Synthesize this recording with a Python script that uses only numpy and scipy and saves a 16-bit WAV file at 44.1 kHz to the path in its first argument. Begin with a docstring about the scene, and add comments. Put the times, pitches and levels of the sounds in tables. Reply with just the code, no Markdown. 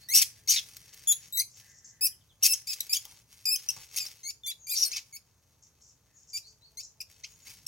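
"""Weasels tussling in dry leaves

Two weasels squeak and screech under a thicket. Their vocal folds whistle clean arcs of pitch that
end in a rough flick; forced, the folds turn chaotic and the cry breaks into a rasp. Leaves crackle,
twigs snap and bodies bump the ground. Small birds twitter further off in the quiet wood, over still
air, a distant rumble and a faint drone."""
import sys
import numpy as np
from scipy import signal
from scipy.fft import rfft, irfft, next_fast_len
from scipy.io import wavfile
from scipy.ndimage import uniform_filter1d, map_coordinates

SR = 44100
rng = np.random.default_rng(int(sys.argv[2]) if len(sys.argv) > 2 else 0)


def log_audio(samples):
    """Write samples as a 16-bit WAV file to the path given in sys.argv[1]."""
    # one column per channel
    frames = np.atleast_2d(samples).T
    # limit to full scale, then quantise
    limited = np.clip(frames, -1, 1)
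    pcm = np.round(limited * 32767).astype(np.int16)
    wavfile.write(sys.argv[1], SR, pcm)


N = 338247
TIME = np.arange(N) / SR


def gain_of(db):
    """Decibels to amplitude."""
    return 10 ** (np.asarray(db) / 20)


def unit_rms(x):
    """Scales to rms 1."""
    return x / np.sqrt(np.mean(x ** 2) + 1e-20)


def lookup(table, hz):
    """Interpolates a table on a log-frequency axis."""
    f, value = np.transpose(table)
    return np.interp(np.log(hz + 1), np.log(np.abs(f) + 1), value)


def add(mix, start_s, sound):
    """Mixes a sound in at start_s."""
    part = mix[max(round(start_s * SR), 0):][:len(sound)]
    part += sound[:len(part)]


def colour(x, response_db):
    """Filters by a function of frequency."""
    n = x.shape[-1]
    size = next_fast_len(n + 1024)
    return irfft(rfft(x, size) * gain_of(response_db(np.fft.rfftfreq(size, 1 / SR))), size)[..., :n]


def noise(shape, spectrum):
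    """Noise with a tabulated spectrum, rms 1."""
    return unit_rms(colour(rng.standard_normal(shape), lambda f: lookup(spectrum, f)))


def wobble(n, hz):
    """Smooth random motion up to about hz, rms 1."""
    return unit_rms(colour(rng.standard_normal(n), lambda f: -10 * np.log10(1 + (f / hz) ** 4)))


def band(n, hz, width_hz):
    """Noise in one steep resonance, rms 1."""
    white = rng.standard_normal(n)
    return unit_rms(colour(white, lambda f: -20 * np.log10(1 + (2 * (f - hz) / width_hz) ** 4)))


def swells(rows, rise_s, fade_s):
    """Gain per sample: each event rises, holds for its length and fades."""
    power = np.zeros(N)
    for start_s, length_s, db in rows:
        away = np.maximum(start_s - TIME, 0) / rise_s + np.maximum(TIME - start_s - length_s, 0) / fade_s
        power += gain_of(2 * db) * np.exp(-2 * np.minimum(away, 30))
    return np.sqrt(power)


# Port phase: (frequency [Hz], left lead [rad])
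PORT_PHASE_RAD = [(2300, 0), (3300, -1.3), (4400, -2.1), (4800, 1.3), (5300, .2), (6300, -.3), (7300, -1.2),
                  (8500, .3), (10500, 1.4), (12200, 0), (16000, -.3)]
# Port balance: (frequency [Hz], left minus right [dB])
PORT_BALANCE_DB = [(60, .5), (250, -2.5), (1000, 0), (2400, -3.03), (4400, 1.5), (8000, 5), (11000, 1.5),
                   (14000, 4)]


def ports(x):
    """Sound from ahead reaches two microphone ports with different phase and level."""
    size = next_fast_len(N + 2048)
    hz = np.fft.rfftfreq(size, 1 / SR)
    left = gain_of(lookup(PORT_BALANCE_DB, hz) / 2) * np.exp(1j * lookup(PORT_PHASE_RAD, hz) / 2)
    pair = np.array([left, 1 / left])
    return irfft(rfft(x, size) * pair / np.sqrt(np.mean(abs(pair) ** 2, 0)), size)[:, :N]


def sway(pair, spread_samples=0.98, lead_samples=0.3):
    """The delay between the ports shifts as the animals dart about."""
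    shift = (spread_samples * wobble(N, 10) + lead_samples) / 2
    at = np.arange(N)
    return np.array([map_coordinates(x, [at + side * shift], order=5) for x, side in zip(pair, (1, -1))])


# Reverberation of the wood: (frequency [Hz], T60 [s])
WOOD_T60_S = [(200, .25), (2000, .25), (3500, .21), (5300, .26), (9000, .25), (15000, .17)]


def wood(x, stems_db, trunks_db, stems_decay_s=0.0081):
    """Near stems scatter the sound at once; far trunks give a short tail."""
    t = np.arange(SR // 2) / SR
    taps = rng.standard_normal((2, len(t))) * (rng.random((2, len(t))) < .12) * (t > .001)
    hz, frame_s, frames = signal.stft(taps, SR, nperseg=256)
    decay = gain_of(-60 * frame_s / lookup(WOOD_T60_S, hz)[:, None])
    trunks = signal.istft(frames * decay, SR, nperseg=256)[1][:, :len(t)]
    stems = taps[::-1] * np.exp(-t / stems_decay_s)
    echo = gain_of(stems_db) * stems / np.linalg.norm(stems[0])
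    echo += gain_of(trunks_db) * trunks / np.linalg.norm(trunks[0])
    return signal.fftconvolve(x[None], echo, axes=1)[:, :N]


# Still air: (frequency [Hz], density [dB])
AIR_SPECTRUM = [(15, -43.5), (28, -23.5), (58, -0.5), (114, -0.5), (206, -14), (363, -18), (439, -15.5),
                (754, -21), (887, -17.5), (3100, -33.5), (4200, -23.5), (5140, -33), (6380, -16),
                (8140, -35), (14800, -29), (16000, -45.5)]
# Rumble envelope: (time [s], level [dB])
RUMBLE_LEVELS = [(0.0, -63.5), (3.97, -72.5), (7.02, -72), (7.66, -62.5)]
# Rumble colour: (frequency [Hz], density [dB])
RUMBLE_SPECTRUM = [(25, -25), (55, -2.5), (110, 4.5), (170, -3.5), (260, -13), (500, -22.5), (1200, -26.5),
                   (3000, -27.5)]


def ambience(air_db=-69, rumble_trim_db=-1, diffuse_above_hz=230):
    """Still air and a distant rumble; the bass is nearly the same at both ports."""
    air = gain_of(air_db) * noise((3, N), AIR_SPECTRUM)
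    rumble_db = np.interp(TIME, *np.transpose(RUMBLE_LEVELS)) + rumble_trim_db
    bed = air + gain_of(rumble_db) * noise((3, N), RUMBLE_SPECTRUM)
    diffuse = colour(bed[:2], lambda f: -10 * np.log10(1 + (diffuse_above_hz / (f + 40)) ** 2))
    return 0.84 * ports(bed[2]) + 0.45 * diffuse


# Drone swells: (time [s], length [s], level [dB])
DRONE_SWELLS = [(0, 1, -86.5), (3.7, 0.92, -89), (6.5, 0.61, -82.5)]
# Drone partials: (frequency [Hz], level [dB])
DRONE_TONES = [(435, 0.5), (652, -5), (870, -5.5)]


def drone(width_hz=14):
    """Narrow, wavering tones come and go far away."""
    tones = sum(gain_of(db) * band(N, hz, width_hz) for hz, db in DRONE_TONES)
    return swells(DRONE_SWELLS, rise_s=.15, fade_s=0.37) * tones


# Far bird calls: (time [s], length [s], level [dB])
LOW_CALLS = [(0, 0.415, -73), (.8, 0.43, -71.5), (1.63, 0.12, -66), (1.82, 0.276, -70.5),
             (6.08, 0.082, -78.5)]


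def far_bird():
    """A low call: swells of narrow-band noise."""
    return swells(LOW_CALLS, rise_s=0.027, fade_s=0.039) * band(N, hz=1850, width_hz=520)


# Buzzy bird notes: (time [s], length [s], level [dB])
BUZZY_NOTES = [(0.8, .14, -70.5), (1.182, 0.26, -65), (1.491, 0.13, -57), (1.664, .15, -59),
               (1.833, 0.091, -52), (5.618, .064, -61), (5.805, .13, -60), (6.159, 0.0884, -64.5),
               (6.265, 0.15, -55), (6.46, 0.064, -56), (6.817, 0.046, -47), (7.248, .1, -74.5),
               (7.444, 0.126, -69)]


def bird_twitters(flutter_db=3.8):
    """Short notes of high, fluttering noise."""
    out = np.zeros(N)
    for start_s, length_s, db in BUZZY_NOTES:
        n = int(length_s * SR)
        buzz = band(n, hz=6330, width_hz=2200) * gain_of(flutter_db * wobble(n, 90))
        add(out, start_s, gain_of(db) * buzz * signal.windows.tukey(n, .3))
    return out


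# Slurred bird notes: (time [s], length [s], start pitch [Hz], end pitch [Hz], level [dB])
SLURRED_NOTES = [(0, .07, 4150, 4550, -59.5), (2.11, .035, 3460, 2993, -66),
                 (2.204, 0.024, 3830, 2969, -69.5), (2.285, 0.046, 4030, 3080, -67),
                 (4.569, 0.2, 6930, 6150, -55.5), (6.132, 0.0694, 6970, 6600, -62.5),
                 (6.424, .085, 3830, 4720, -58), (6.608, 0.085, 3880, 4480, -60.5),
                 (6.811, 0.045, 3880, 4250, -61.5), (7.273, 0.096, 6950, 6700, -62.5),
                 (7.415, 0.037, 7000, 6770, -58.5)]


def bird_whistles(trim_db=8, jitter=0.017):
    """Pure tones glide with a slight tremble."""
    out = np.zeros(N)
    for start_s, length_s, start_hz, end_hz, db in SLURRED_NOTES:
        progress = np.linspace(0, 1, int(length_s * SR))
        hz = start_hz + (end_hz - start_hz) * np.sin(np.pi / 2 * progress)
        hz *= 1 + jitter * wobble(len(hz), 250)
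        tone = np.sin(2 * np.pi * np.cumsum(hz) / SR)
        add(out, start_s, gain_of(db + trim_db) * tone * np.sin(np.pi * progress))
    return out


# Scuffles: (time [s], length [s], level [dB])
LEAF_SCUFFLES = [(0, .02, -63), (.16, 0.049, -44), (.36, 0.012, -60.5), (.52, 0.17, -54.5),
                 (.72, 0.174, -59.5), (.93, 0.33, -57.5), (1.575, 0.023, -55), (2.45, 0.0944, -49.5),
                 (2.7, .14, -52.5), (2.95, 0.18, -55), (3.32, 0.22, -59), (3.58, 0.17, -53.5),
                 (3.76, 0.067, -53), (3.93, 0.064, -48), (4.05, 0.049, -50.5), (4.78, .17, -49),
                 (5.51, 0.019, -83.5), (7.1, .08, -65), (7.27, 0.13, -66), (7.47, 0.046, -51.5),
                 (7.6, 0.061, -73)]
# Dry leaves: (frequency [Hz], density [dB])
LEAF_SPECTRUM = [(100, -15), (450, -8.5), (1200, -8.5), (2400, 1), (3500, 1.5), (5800, 8.5), (8000, -4),
                 (12000, -0.5), (15500, 0.5)]


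def leaves(cracks_per_s=1100, crack_decay_s=57e-6, spread_db=5, brush_db=-6, rest_db=-75, trim_db=1):
    """Dry leaves break in tiny cracks over a soft brushing."""
    size = gain_of(spread_db * np.minimum(rng.exponential(1, (2, N)), 4))
    impulses = size * rng.choice([-1, 1], (2, N)) * (rng.random((2, N)) < cracks_per_s / SR)
    t = np.arange(200) / SR
    crack = rng.standard_normal(len(t)) * np.exp(-t / crack_decay_s)
    cracks = signal.oaconvolve(impulses.sum(0), crack)[:N]  # two streams, each at cracks_per_s
    rustle = unit_rms(cracks) + gain_of(brush_db) * rng.standard_normal(N)
    clumps = gain_of(1.6 * wobble(N, 27))
    rustle = colour(rustle * clumps, lambda f: lookup(LEAF_SPECTRUM, f))
    stir = swells(LEAF_SCUFFLES, rise_s=0.017, fade_s=0.055) + gain_of(rest_db)
    return gain_of(trim_db) * stir * unit_rms(rustle)


def knocks(rows, spectrum, decay_s, trim_db):
    """Each blow is a fast-dying noise burst in the colour of what was struck."""
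    out, t = np.zeros(N), np.arange(4096) / SR
    for start_s, db in rows:
        add(out, start_s, gain_of(db + trim_db) * noise(len(t), spectrum) * np.exp(-t / decay_s))
    return out


# Ground bumps: (time [s], level [dB])
BODY_BUMPS = [(.16, -68), (.21, -73), (.52, -63.5), (.95, -75), (1.13, -71), (2.44, -64.5), (3.055, -62),
              (3.12, -65), (3.69, -60.5), (3.765, -56), (3.97, -63.5), (4.8, -65), (4.96, -64.5),
              (7.48, -70)]
# Soil: (frequency [Hz], density [dB])
SOIL_SPECTRUM = [(60, -8.5), (150, 2.5), (300, -15.5), (600, -13.5), (950, -2.5), (1600, -18),
                 (4000, -35.5)]


def body_bumps():
    """Bodies hit the soil with dull thuds."""
    return knocks(BODY_BUMPS, SOIL_SPECTRUM, decay_s=0.03, trim_db=2.5)


# Twig and leaf snaps: (time [s], level [dB])
TWIG_SNAPS = [(.768, -25.5), (.944, -32.5), (1.565, -51), (2.867, -32.5), (3.053, -26), (3.831, -39.5),
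              (5.489, -62.5), (6.719, -52.5), (7.115, -42), (7.509, -34.5)]
# Dry twig: (frequency [Hz], density [dB])
TWIG_SPECTRUM = [(300, -15.5), (1500, -9.5), (3000, 0), (5800, 5.5), (8000, -1.5), (12000, 1.5),
                 (15500, 2.5)]


def twig_snaps():
    """Dry twigs break with bright clicks."""
    return knocks(TWIG_SNAPS, TWIG_SPECTRUM, decay_s=0.0025, trim_db=-8)


def treble_share(hz):
    """0 to 1: rises above the main throat resonance."""
    return 1 / (1 + (7800 / (hz + 1)) ** 16)


def bass_share(hz):
    """0 to 1: rises below the main throat resonance."""
    return 1 / (1 + (hz / 3700) ** 16)


# Weasel throat: (frequency [Hz], gain [dB])
THROAT_RESPONSE = [(900, -26), (1500, -23), (2200, -2), (3300, -0.5), (4500, -3.5), (5800, 5), (6800, 0),
                   (7800, -10.5), (9000, -3), (10700, -1), (13000, -4.5), (15500, -6.5)]


def vocal_folds(pitch_hz, rough, treble_db, bass_db, jitter=0.09, lurch=.06, chaos_full=0.19,
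                doubling=0.2, waver_db=2, top_hz=16500):
    """Folds whistle nine harmonics through the throat; as they turn chaotic the pitch shakes."""
    n = len(pitch_hz)
    chaos = jitter * np.minimum(rough / chaos_full, 1) * wobble(n, 600) + lurch * wobble(n, 130)
    cycles = np.cumsum(pitch_hz * (1 + 0.0055 * wobble(n, 120) + rough ** 1.5 * chaos)) / SR
    harmonic = np.arange(1, 10)[:, None]
    hz = harmonic * pitch_hz
    low_fundamental = (harmonic == 1) * bass_share(0.83 * hz)
    weight_db = lookup(THROAT_RESPONSE, hz) + treble_db * treble_share(hz) + bass_db * low_fundamental
    weight_db += waver_db * np.array([wobble(n, 39) for _ in harmonic])
    weight = gain_of(weight_db) * (hz < 18000) / np.sqrt(1 + (hz / top_hz) ** 10)
    partials = weight * np.sin(2 * np.pi * (harmonic * cycles + rng.random(harmonic.shape)))
    voice = partials.sum(0) / np.sqrt((weight ** 2).sum(0) / 2)
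    # forced folds alternate strong and weak cycles, in fits
    return voice * (1 + doubling * rough * wobble(n, 80) * np.cos(np.pi * cycles))


def breath(n, treble_db, bass_db):
    """Turbulent air passes the same throat; level held near rms 1."""
    air = colour(rng.standard_normal(n), lambda f: lookup(THROAT_RESPONSE, f))
    low = colour(air, lambda f: 20 * np.log10(bass_share(f) + 1e-9))
    high = colour(air, lambda f: 20 * np.log10(treble_share(f) + 1e-9))
    air += low * (gain_of(np.minimum(bass_db + 1, 0)) - 1)
    air += high * (gain_of(treble_db - 3) - 1)
    return air / np.sqrt(uniform_filter1d(air ** 2, size=300) + 1e-12)


def cry(effort_db, pitch_hz, rough, treble_db, bass_db, rasp_db=1.5, hiss_db=-40, flutter=0.32,
        shimmer_db=0.77, attack_s=0.0017, fade_s=0.008, mouth_hz=1380):
    """Folds plus breath: with roughness the air takes over and the level flutters."""
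    n = len(pitch_hz)
    t = np.arange(n) / SR
    rough = np.clip(rough, 0, 1)
    breathy = rough ** 1.5
    voice = np.sqrt(1 - breathy ** 2) * vocal_folds(pitch_hz, rough, treble_db, bass_db)
    air = (gain_of(rasp_db) * breathy + gain_of(hiss_db)) * breath(n, treble_db, bass_db)
    shake = unit_rms(np.exp(flutter * rough * wobble(n, 260)) * gain_of(shimmer_db * wobble(n, 110)))
    fade = np.clip(np.minimum(t / attack_s, (t[-1] - t) / fade_s), 0, 1)
    sound = gain_of(effort_db) * (voice + air) * shake * fade
    # so small a mouth radiates no bass
    return colour(sound, lambda f: -10 * np.log10(1 + (mouth_hz / (f + 50)) ** 14))


# Squeaks: (time [s], length [s], effort [dB], swell [dB], start pitch [Hz], middle pitch [Hz],
# end pitch [Hz], roughness [0-1], treble [dB], fundamental [dB], closing flick [dB])
SQUEAK_NOTES = [(1.072, 0.05025, -21, 4.5, 3280, 3457, 3324, 0.08, 0.5, -8, -6),
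                (1.324, 0.072, -32, 9.5, 3816, 3930, 3997, 0.03, -8, -14.5, 5.5),
                (1.372, 0.047, -28, 1, 2063, 2021, 2124, 0.11, -2.5, -8.5, -14),
                (2.009, 0.06, -25.5, 8, 2370, 2621, 2433, 0.14, 4, -13.5, -4),
                (2.483, 0.05195, -25.5, 8.5, 2790, 2635, 2670, 0.14, -0.5, -10, -0.5),
                (2.67, 0.059, -34, 1.5, 2240, 2560, 2355, 0.37, -5, -13, 7),
                (2.943, 0.022, -32, -4, 3966, 3210, 2856, 0, -3, -3, 6),
                (3.687, 0.015, -24.5, -7.5, 2970, 2707, 2687, 0.1, -6, -11, -2.5),
                (4.001, 0.06, -38.5, -19, 2565, 2410, 2320, 0.29, -11.5, -14, 14.5),
                (4.232, 0.07, -38.5, 8.5, 2050, 2188, 2325, 0.15, -8.5, -10, -3),
                (4.434, 0.079, -40.5, 7, 3517, 3510, 3402, 0.05, -13, 8.5, 3.5),
                (4.462, 0.041, -35.5, -2, 1876, 2330, 2275, 0.1, -1, -11.5, -2.5),
                (4.668, 0.0789, -36, 11, 2290, 2444, 2317, 0.21, -3.5, -6.5, -12.5),
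                (4.694, 0.051, -33, -1.5, 3160, 3950, 4220, 0.04, -1.5, -10.5, -7),
                (4.848, 0.034, -32.5, -4.5, 4810, 4250, 4577, 0.06, -4, -14, -7.5),
                (5.125, 0.0409, -45, 9.5, 2251, 2193, 2290, 0.09, -1, -6.5, -4.5),
                (6.332, 0.0413, -34.5, 8, 2370, 2340, 2400, 0.17, -9.5, -13.5, -2.5),
                (6.771, 0.032, -40.5, 2, 2035, 2154, 2376, 0.23, -9.5, -13, 2),
                (7.003, 0.01, -37, -1, 2625, 2443, 2399, 0.09, -8.5, -10, 3.5),
                (7.234, 0.013, -42, 16, 1950, 2089, 2620, 0.32, -24.5, -3, -7.5),
                (7.462, 0.0545, -54.5, -3, 1955, 2429, 2196, 0.24, -26, -2, -3)]


def squeaks(catch_s=0.0024, flick_s=.004, release_s=.017, arch_db=1.5, release_db=-24):
    """Each clear note catches, follows one arc of pitch, then flicks up roughly and dies."""
    out = np.zeros(N)
    for start_s, length_s, db, swell_db, *arc_hz, rough, treble_db, bass_db, flick_db in SQUEAK_NOTES:
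        t = np.arange(0, length_s + flick_s + release_s, 1 / SR)
        progress = np.minimum(t / length_s, 1)
        catch = np.exp(-t / catch_s)
        flick = np.clip((t - length_s) / flick_s, 0, 1)
        release = np.clip((t - length_s - flick_s) / release_s, 0, 1)
        pitch_hz = np.polyval(np.polyfit([0, .5, 1], arc_hz, deg=2), progress)
        pitch_hz *= 1 + .05 * catch + .2 * flick - 0.29 * release
        effort_db = db + swell_db * (progress - .5) + arch_db * (np.sin(np.pi * progress) - 2 / np.pi)
        effort_db += flick_db * flick + release_db * release
        roughness = rough + 0.19 * catch + 0.35 * flick
        add(out, start_s, cry(effort_db, pitch_hz, roughness, treble_db, bass_db))
    return out


# Screeches: (treble [dB], fundamental at easy effort [dB], curve)
# Curve points: (time [s], effort [dB], pitch [Hz], roughness [0-1])
SCREECH_CURVES = [ (2, -1.5, [(.086, -37.5, 1900, .15), (.134, -28, 2240, .15), (.141, -19, 2709, 0.27),
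                  (.16, -14.5, 2750, 0.72), (.178, -15.5, 2880, 0.51), (.195, -21.5, 2960, 0.68),
                  (.208, -28.5, 2764, 0.44), (.222, -17, 2453, 0.77), (.238, -39.5, 2040, 0.92)]),
                  (-5.5, -9, [(.474, -35, 2030, 0.33), (.482, -31, 2194, 0.54), (.489, -21, 2928, 0.37),
                  (.512, -20, 3064, 0.65), (.53, -24.5, 2643, 0.94), (.55, -27.5, 2323, 0.63),
                  (.565, -33.5, 2650, 0.9), (.6, -37.5, 2500, 0.67)]), (-21, 18, [(.56, -25, 4320, 0.66),
                  (.573, -29.5, 3750, 0.64), (.59, -31, 3450, 0.56), (.602, -50, 3000, 0.5)]),
                  (2, -4.5, [(2.425, -26, 2490, 0.48), (2.434, -16, 2984, .25), (2.446, -21.5, 2667, 0.77),
                  (2.466, -16, 2450, 0.69), (2.478, -32, 2600, 0.63), (2.488, -33.5, 2830, 0.1)]),
                  (-0.5, -5.5, [(2.804, -30, 3920, 0.4), (2.808, -24.5, 4110, .5),
                  (2.817, -45, 3100, 0.35)]), (-2.5, -10.5, [(2.894, -33.5, 2357, 0.16),
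                  (2.924, -35, 2433, 0.24), (2.933, -17.5, 2601, 0.27), (2.942, -30, 2987, 0.71),
                  (2.955, -34.5, 2567, 0.6), (2.972, -30, 2244, 0), (2.98, -47, 2390, 0.47)]),
                  (-4.5, -10, [(3.454, -24.5, 2670, .4), (3.459, -29, 2390, 0.13), (3.476, -26.5, 2500, 0),
                  (3.497, -25.5, 2415, 0.03), (3.51, -29.5, 2494, 0.02), (3.528, -24.5, 2655, 0.1),
                  (3.557, -31, 2460, .06), (3.563, -25, 3210, 0.2), (3.571, -61, 2800, 0.76)]),
                  (-0.5, -7.5, [(3.961, -30.5, 1977, 0.2), (3.972, -30, 2550, 0.51),
                  (3.987, -29, 2804, 1.06), (3.999, -39, 2450, 0.54)]),
                  (-4.5, -26, [(4.748, -36, 4700, 0.63), (4.775, -28, 5500, 0.7), (4.805, -32, 5750, 0.65),
                  (4.835, -18.5, 5700, 0.39), (4.848, -30, 5400, 0.52), (4.857, -25, 4700, 0.6)]),
                  (-13.5, -8.5, [(4.915, -32, 1967, 0.54), (4.928, -37.5, 2348, 0.3),
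                  (4.938, -34.5, 2786, 0.6), (4.955, -44.5, 2588, .6), (4.968, -30.5, 2606, 0.82),
                  (4.985, -40.5, 2180, 1), (4.996, -44, 2057, .8)]), (5, -9.5, [(7.664, -40.5, 2810, 0.65),
                  (7.669, -24.5, 2925, 0.5)]), ]


def screeches(easy_db=-31, loss_db_per_db=0.67):
    """Forced cries: effort drives the sound from the fundamental up into the overtones."""
    out = np.zeros(N)
    for treble_db, fundamental_db, curve in SCREECH_CURVES:
        times_s, *columns = np.transpose(curve)
        t = np.arange(times_s[0], times_s[-1] + .004, 1 / SR)
        effort_db, pitch_hz, rough = (np.interp(t, times_s, column) for column in columns)
        bass_db = fundamental_db - loss_db_per_db * (effort_db - easy_db)
        add(out, times_s[0], cry(effort_db, pitch_hz, rough, treble_db, bass_db))
    return out


def scene():
    """The fight close by, the birds far off."""
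    weasels = gain_of(-0.22) * (squeaks() + screeches())
    fight = weasels + leaves() + twig_snaps() + body_bumps()
    birds = far_bird() + bird_twitters() + bird_whistles()
    near = sway(ports(fight)) + wood(fight, stems_db=-6.5, trunks_db=-14)
    far = gain_of(-4.5) * ports(birds) + wood(birds, stems_db=-12, trunks_db=-6.5)
    return near + far + ambience() + drone()


def record(dry, ceiling=0.93, edge_hz=16000):
    """Soft-clips the loudest peaks, then limits the band."""
    rounded = dry / (1 + (np.abs(dry) / ceiling) ** 4) ** (1 / 4)
    lowpass = signal.firwin(401, edge_hz, window=("kaiser", 8), fs=SR)
    return signal.oaconvolve(rounded, lowpass[None], "same")


dry = scene()
out = record(dry)
log_audio(out)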